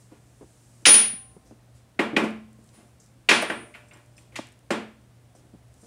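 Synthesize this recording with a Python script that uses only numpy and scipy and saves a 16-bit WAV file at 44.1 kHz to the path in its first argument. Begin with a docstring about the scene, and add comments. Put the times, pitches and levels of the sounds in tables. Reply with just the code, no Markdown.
"""Metal parts on a garage workbench

Metal parts are knocked and set down on a bench in a hard-walled garage, a few metres from the microphone.
Each blow is a shaped click smeared by noise, with a thud that rings the modes of the bench.
Pings are noise through a resonance; a steel shaft rings in dying sines; faint low bench tones linger.
A small part is tapped; bumps and clicks, filtered puffs of noise, sound close to the microphone.
Dense echoes make the garage; a wavering mains hum, treble hiss and steady room noise lie beneath."""
import sys
import numpy as np
from scipy import signal
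from scipy.fft import rfft, irfft
from scipy.io import wavfile
from scipy.ndimage import uniform_filter1d

SR = 44100
rng = np.random.default_rng(int(sys.argv[2]) if len(sys.argv) > 2 else 0)


def invert_db(level):
    """Linear amplitude ratio for a level in decibels (20 dB per decade), elementwise."""
    return 10 ** (np.asarray(level, dtype=float) / 20)


def generate_wav(sig):
    """Save sig (samples, or channels by samples) to the path in sys.argv[1] as 16-bit PCM at SR."""
    pcm = np.round(np.clip(np.atleast_2d(sig).T, -1, 1) * 32767).astype(np.int16)
    wavfile.write(sys.argv[1], SR, pcm)


N = 258757  # length in samples


def evened(x):
    """Scales to rms 1."""
    return x / np.sqrt(np.mean(x ** 2) + 1e-20)


def read(points, hz):
    """Reads a table along log frequency."""
    f, value = np.transpose(points)
    return np.interp(np.log(hz + 1), np.log(f + 1), value)


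def coloured(x, points):
    """Filters by a spectrum in dB."""
    hz = np.fft.rfftfreq(len(x), 1 / SR)
    return irfft(rfft(x) * invert_db(read(points, hz)), len(x))


def slow_noise(width):
    """Noise averaged twice over width samples, rms 1."""
    once = uniform_filter1d(rng.standard_normal(N), width)
    return evened(uniform_filter1d(once, width))


def add(mix, s, sound):
    """Mixes a sound in at time s, in seconds."""
    part = mix[round(s * SR):][:len(sound)]
    part += sound[:len(part)]


def ringing(modes, phases):
    """One second of dying sines, one a mode; phases in cycles."""
    t = np.arange(SR) / SR
    total = np.zeros(SR)
    for (hz, db, t60), phase in zip(modes, phases):
        total += invert_db(db - 60 * t / t60) * np.sin(2 * np.pi * (hz * t + phase))
    return total


def burst(noise, rise_s, t60):
    """A rough push that rises fast and dies, energy 1."""
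    t = np.arange(len(noise)) / SR
    push = noise * (1 - np.exp(-t / rise_s)) * invert_db(-60 * t / t60)
    return push / np.linalg.norm(push)


def puff(noise, hz, t60, rise_s, sharpness):
    """A rough push through one resonance taken twice, peak 1."""
    band = signal.iirpeak(hz, sharpness, SR)
    push = burst(noise, rise_s, np.clip(t60, .005, .3))
    sound = signal.lfilter(*band, signal.lfilter(*band, push))
    return sound / abs(sound).max()


def causal(db, size=2048):
    """A click of the given smooth spectrum that starts sharply (minimum phase)."""
    log_gain = np.log(invert_db(np.r_[db, db[-2:0:-1]]))
    return np.fft.ifft(np.exp(np.conj(signal.hilbert(log_gain)))).real[:size]


# Where a blow on the bench is shaped. In order: centres of thud, knock, clack, tick and sizzle in Hz.
CONTACT_HZ = [300, 900, 2300, 6000, 12000]


def contact(strength_db, weight_db, hardness_db):
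    """One blow: a click whose lows grow with weight and whose treble grows with hardness."""
    thud_hz, knock_hz, clack_hz, tick_hz, sizzle_hz = CONTACT_HZ
    low_hz, low_db = 110, -27  # the fall below the thud
    # levels over the clack; the factors are dB per dB
    thud_db = 14.5 + weight_db
    knock_db = 5.5 + 0.52 * weight_db
    sizzle_db = -21.5 + 0.31 * hardness_db - 0.39 * strength_db
    shape = [(low_hz / 4, thud_db + 1.1 * low_db), (low_hz, thud_db + low_db),
             (thud_hz, thud_db), (knock_hz, knock_db), (clack_hz, 0),
             (tick_hz, hardness_db), (sizzle_hz, sizzle_db), (SR / 2, sizzle_db - 15)]
    spectrum_db = read(shape, np.fft.rfftfreq(4096, 1 / SR))
    return invert_db(strength_db) * causal(uniform_filter1d(spectrum_db, size=5))


# Modes of the bench under the parts. Each row: frequency in Hz, relative level in dB, t60 in seconds.
BENCH = [(218.8, -3.5, 0.3), (235.3, -2.5, .2), (272.4, -1.5, .15), (297, -1.5, .12), (329, -6, 0.079),
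         (420, -6, .1), (507, -7, .1), (606, -5.5, .14), (697, -3.5, .12)]


def bench_ring(thuds):
    """The bench top answers the thuds with its modes, which swell in before they die."""
    swell = 1 - np.exp(-np.arange(SR) / (.005 * SR))
    modes = swell * ringing(BENCH, np.zeros(len(BENCH)))
    bench = invert_db(-34.5) * signal.fftconvolve(thuds, modes)[:N]
    # the bench sound is cut below 150 Hz
    return signal.sosfilt(signal.butter(2, 150, "high", fs=SR, output="sos"), bench)


# Blows on the bench, a few metres off. Each row: start in seconds, relative strength in dB,
# relative weight (thud over clack) in dB, hardness (tick over clack) in dB.
BLOWS = [(0.11, -55, 1, -11), (0.8536, 0.5, -38, -8), (0.8652, -11, -10, 8), (0.885, -15, -6, -21),
         (0.9397, -11.5, -19, -1.5), (1.4494, -73.5, 19, 19), (1.74, -64.5, -4.5, 7.5),
         (1.992, -15.5, -2, -22), (2.1654, -14, -1.5, -19), (2.2346, -29, 6, -15), (2.7325, -53, -5, -5),
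         (2.7755, -54.5, 2.5, -13.5), (3, -78, 12, 27.5), (3.2889, -2, -21.5, -10.5),
         (3.3099, -8.5, -8, -17), (3.4225, -20, -8.5, -19), (3.4981, -20, -7, -24), (3.5876, -50.5, 9, -15),
         (3.7442, -33.5, -20.5, -25.5), (3.913, -41.5, -13, -28), (3.9334, -52.5, -4.5, -17),
         (4.178, -58, -2, 3), (4.3228, -52.5, -1, -12), (4.3562, -28, -19, -6.5), (4.7045, -18.5, 0, -15),
         (5.3502, -69.5, 17.5, 13), (5.4288, -69.5, 12, -1), (5.8281, -65.5, 19, 12.5)]


def blows():
    """Each blow clicks, chatters and pushes the bench; gentle ones smear into a short scrape.

    Returns the direct sound and the sound sent into the garage."""
    firm_db, gentle_span_db = -26, 12
    thud_lag_s, thud_edge_hz = .012, 600  # the lows travel through the bench and swell later
    lowpass = signal.butter(2, thud_edge_hz, fs=SR)
    blunt = np.hanning(48)  # the push of a blunt contact
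    clicks, chatter, thuds = np.zeros((3, N))
    noise = rng.standard_normal((len(BLOWS), 4096))
    for (s, strength_db, weight_db, hardness_db), rough in zip(BLOWS, noise):
        click = contact(strength_db, weight_db, hardness_db)
        gentle = np.clip((firm_db - strength_db) / gentle_span_db, 0, 1)
        low = signal.lfilter(*lowpass, click)
        high_push = burst(rough, 0.007 + .004 * gentle, .028 + 0.12 * gentle)
        low_push = burst(rough[::-1], thud_lag_s, 0.042 + .03 * gentle)
        smeared = signal.fftconvolve(click - low, high_push) + signal.fftconvolve(low, low_push)
        add(chatter, s, smeared)
        add(clicks, s, (1 - gentle) * click)
        add(clicks, s, gentle * smeared)
        add(thuds, s, invert_db(strength_db + weight_db) * blunt)
    bench = bench_ring(thuds)
    direct = invert_db(23.0) * chatter + bench
    radiated = invert_db(25.0) * clicks + invert_db(-4) * bench
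    return direct, radiated


# Modes of the steel shaft at the bench. Each row: frequency in Hz, relative level in dB, t60 in seconds.
SHAFT = [(8608, -17, .45), (9446, -7, .3), (9649, 0, .42), (9735, -5, .26)]
# Rings of the shaft and bursts at its lowest mode. Each row: start in seconds, relative level in dB,
# extra dB in the lowest mode.
RINGS = [(.8555, -10, -15), (0.878, -15, -12), (2.737, -62.5, -6), (2.78, -66, -6), (3.2866, -38.5, -4),
         (3.309, -46, 3.5), (3.391, -49, 23.5), (3.421, -44, 2), (3.553, -55, 12)]


def shaft():
    """Each row adds a fresh ring of the modes over the earlier ones; loose parts touch the ringing shaft and
    make it flicker."""
    mix = np.zeros(N)
    rise = 1 - np.exp(-np.arange(SR) / (.004 * SR))
    (low_hz, low_db, low_t60), *upper = SHAFT
    for (s, db, extra_db), phases in zip(RINGS, rng.random((len(RINGS), len(SHAFT)))):
        modes = [(low_hz, low_db + extra_db, low_t60), *upper]
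        add(mix, s, invert_db(db) * rise * ringing(modes, phases))
    return mix * invert_db(2.26 * slow_noise(500))  # flicker of 2.26 dB rms


# Short pings and jingles with the blows, mostly around 2 kHz.
# Each row: start in seconds, peak level in dB before the overall colour, resonance in Hz.
PINGS = [(0.855, -12.5, 2020), (0.853, -10.5, 3070), (0.889, -13, 2740), (0.943, -18, 2800),
         (1.9903, -14.5, 1980), (2.1638, -11, 2460), (3.2877, -6.5, 2283), (3.3097, -7, 2120),
         (3.311, -32, 11500), (3.42, -30, 11000), (3.425, -22, 629), (3.4994, -21, 1490),
         (3.4988, -22.5, 2250), (3.739, -42, 2410), (3.7457, -38, 2260), (3.91, -45.5, 2313),
         (4.1789, -46.5, 2354), (4.32, -53.5, 2324), (4.343, -51, 2220), (4.3545, -32, 2390),
         (4.36, -30.5, 2166), (2.999, -50, 7000)]


def pings():
    """Each ping is a rough push through one narrower resonance."""
    mix = np.zeros(N)
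    for (s, db, hz), noise in zip(PINGS, rng.standard_normal((len(PINGS), 4096))):
        add(mix, s, invert_db(db) * puff(noise, hz, t60=.038, rise_s=0.0024, sharpness=2.8))
    return mix


# Faint low tones of the bench that hang on after some blows.
# Each row: start in seconds, frequency in Hz, starting peak in dB before the overall colour, t60 in seconds.
LINGERS = [(.86, 770, -52, 1.56), (.86, 1053, -56, 1.65), (2.17, 1063, -55.5, 1.2), (2.24, 218, -45.5, 1.4),
           (3.3, 598.6, -54, 2.9)]


def lingers():
    """Each tone is one slowly dying sine, cut after two seconds."""
    mix = np.zeros(N)
    t = np.arange(2 * SR) / SR
    for (s, hz, db, t60), phase in zip(LINGERS, rng.random(len(LINGERS))):
        add(mix, s, invert_db(db - 60 * t / t60) * np.sin(2 * np.pi * (hz * t + phase)))
    return mix


# Modes of a small loose steel part near by. Each row: frequency in Hz, mean relative level in dB,
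# t60 in seconds.
FITTING = [(5230, -7, 0.091), (5940, -5.5, 0.069), (7400, -2, .05), (8340, -2.5, 0.088), (8840, -1, 0.066),
           (9600, -8.5, 0.039)]
# Light taps of the small part. Each row: start in seconds, relative level in dB.
TAPS = [(3.8836, -63.5), (3.933, -58), (4.165, -60.5), (4.18, -54), (4.706, -41), (5.35, -57), (5.812, -62)]


def fitting():
    """Each tap is a short rattle that rings the small part, its modes a little differently each time."""
    mix = np.zeros(N)
    spread_db = 4
    for (s, db), draw in zip(TAPS, rng.standard_normal((len(TAPS), 2048))):
        modes = [(hz, mode_db + spread_db * d, t60) for (hz, mode_db, t60), d in zip(FITTING, draw[::-1])]
        ring = ringing(modes, np.zeros(len(FITTING)))
        rattle = burst(draw, 0.00083, .04)
        add(mix, s, invert_db(db) * signal.fftconvolve(ring, rattle))
    return mix


# Dull bumps close to the microphone, with little echo. 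Each row: start in seconds,
# peak level in dB before the overall colour, resonance in Hz, t60 of the push in seconds.
BUMPS = [(0.116, -43.5, 262, 0.065), (0.408, -41, 298, 0.051), (0.422, -41, 300, 0.07),
         (0.82, -49, 226, 0.044), (1.129, -40, 218, 0.073), (1.364, -41.5, 210, 0.039),
         (1.507, -43, 261, 0.057), (2.127, -24, 270.7, 0.15), (2.209, -22, 280, 0.13),
         (2.586, -48, 212.7, 0.053), (4.3879, -26.5, 560, 0.011), (4.391, -27.5, 273.4, 0.028),
         (5.349, -49, 499.6, 0.03), (5.533, -43, 216, 0.09), (5.829, -58.5, 664, 0.081)]
# Tiny dry clicks close to the microphone. Each row: start in seconds,
# peak level in dB before the overall colour, resonance in Hz.
CLICKS = [(.82, -56, 6500), (2.067, -63, 11000), (2.306, -44.5, 10500), (2.5302, -51, 9290),
          (2.642, -49, 9000), (2.663, -52.5, 10500), (2.674, -53.5, 7700), (2.733, -54, 10000),
          (2.748, -53.5, 11500), (3.001, -51, 12000), (3.042, -53.5, 8500), (3.062, -49.5, 8200),
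          (2.6905, -51, 5240), (3.8845, -54.5, 9000), (3.953, -56, 11000), (3.9725, -50, 10000),
          (4.061, -54, 10500), (4.179, -45, 9500), (5.741, -50, 9000), (4.4699, -45, 8800),
          (4.488, -47, 9030), (4.5206, -50, 8200), (4.526, -48, 9500), (4.591, -50.5, 9500)]


def nearby():
    """Bumps and clicks close to the microphone, each a puff of noise through a broad resonance."""
    mix = np.zeros(N)
    for (s, db, hz, t60), noise in zip(BUMPS, rng.standard_normal((len(BUMPS), 8192))):
        add(mix, s, invert_db(db) * puff(noise, hz, t60, rise_s=0.0091, sharpness=1.0))
    for (s, db, hz), noise in zip(CLICKS, rng.standard_normal((len(CLICKS), 1024))):
        add(mix, s, invert_db(db) * puff(noise, hz, t60=0.0055, rise_s=0.00034, sharpness=1.4))
    return mix


# Decay of the hard-walled garage. Each row: frequency in Hz, t60 in seconds.
GARAGE = [(100, 0.51), (250, 0.36), (600, 0.35), (1500, 0.4), (3000, 0.41), (6000, 0.32), (10000, 0.31),
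          (15000, 0.18)]


def garage(x):
    """Dense echoes of random sign that build up, each band dying at its own speed."""
    first_s, build_s, spacing = .006, 0.0035, 20  # spacing in samples
    echoes = np.zeros(SR)
    at = np.arange(round(first_s * SR), SR - spacing, spacing)
    jitter = rng.integers(0, spacing, len(at))
    echoes[at + jitter] = rng.choice([-1., 1.], len(at)) * (1 - np.exp(-at / (build_s * SR)))
    hz, t, bands = signal.stft(echoes, SR, nperseg=256)
    decay = invert_db(-60 * t / read(GARAGE, hz)[:, None])
    tail = signal.istft(bands * decay, SR, nperseg=256)[1]
    return signal.fftconvolve(x, tail / np.linalg.norm(tail))[:N]


def hum():
    """A mains hum: one sine whose level wavers slowly."""
    hz, level_db, waver_db = 119.5, -61.5, 2.0  # middle rms level before the overall colour, rms waver
    level = np.sqrt(2) * invert_db(level_db + waver_db * slow_noise(3000))
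    return level * np.sin(2 * np.pi * hz * np.arange(N) / SR)


# Colour of the hiss in the room. Each row: frequency in Hz, relative level in dB.
HISS_COLOUR = [(2500, -24.5), (5000, -11), (8000, -5), (11000, -9.5), (15000, -15.5)]
# Soft swells of the hiss. Each row: centre in seconds, added rms level in dB before the overall colour,
# time from the centre down to 1/e in seconds.
SWELLS = [(0, -67.5, .08), (.7, -68, .5), (2.743, -72, .15), (3.798, -77.5, 0.46), (5.87, -67, 0.12)]


def hiss():
    """Treble noise: a faint steady level with a few soft swells."""
    t = np.arange(N) / SR
    level = np.full(N, invert_db(-79))
    for s, db, half in SWELLS:
        level += invert_db(db) * np.exp(-((t - s) / half) ** 2)
    return level * evened(coloured(rng.standard_normal(N), HISS_COLOUR))


# Colour of the steady noise in the garage. Each row: frequency in Hz, relative level in dB per Hz.
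AIR = [(25, -26.5), (40, -1.5), (62, 4), (100, 0), (200, -4), (270, -5.5), (400, -12), (630, -11),
       (1000, -18), (2000, -21.5), (3500, -25.5), (7000, -30), (12000, -25.5), (16000, -23)]


def air():
    """The steady room noise: coloured noise at -60.5 dB rms before the overall colour."""
    return invert_db(-60.5) * evened(coloured(rng.standard_normal(N), AIR))


def scene():
    """Blows and small sounds heard direct and through the garage, over the room's noises."""
    direct, radiated = blows()
    near = nearby() + fitting()
    ring = shaft()
    ping = pings()
    echoes = garage(radiated + invert_db(-17.0) * near + invert_db(-4.5) * ring + invert_db(-15) * ping)
    background = lingers() + air() + hum() + hiss()
    return (direct + near + ring + ping + echoes + background)[None]


def roll_off(x):
    """The treble ends steeply here."""
    return signal.sosfilt(signal.butter(12, 16450, fs=SR, output="sos"), x)


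# Overall colour of the sound, with its treble cut at the band edge. Each row: frequency in Hz, gain in dB.
OVERALL_COLOUR = [(20, -18.5), (35, -5), (60, 2.5), (9800, 2.5), (10500, -4), (13000, -8), (15600, -10),
                  (16300, -39)]


def record(dry):
    """Overall colour, a limiter that holds down the loudest blows, and a softly rounding input stage."""
    knee_db, squeeze = -14, 0.28  # squeeze: dB taken off per dB over the knee
    recover_db = 150  # fall of the limiter's level follower, dB a second
    heard = coloured(dry[0], OVERALL_COLOUR)
    power_db = 10 * np.log10(abs(uniform_filter1d(heard ** 2, 64)) + 1e-12)
    fall = np.arange(N) * recover_db / SR
    followed_db = np.maximum.accumulate(power_db + fall) - fall
    over_db = np.maximum(followed_db - knee_db, 0)
    held = heard / invert_db(squeeze * uniform_filter1d(over_db, 64))
    rounded = np.tanh(held)  # the input stage rounds off the highest peaks
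    return roll_off(rounded[None])


dry = scene()
out = record(dry)
generate_wav(out)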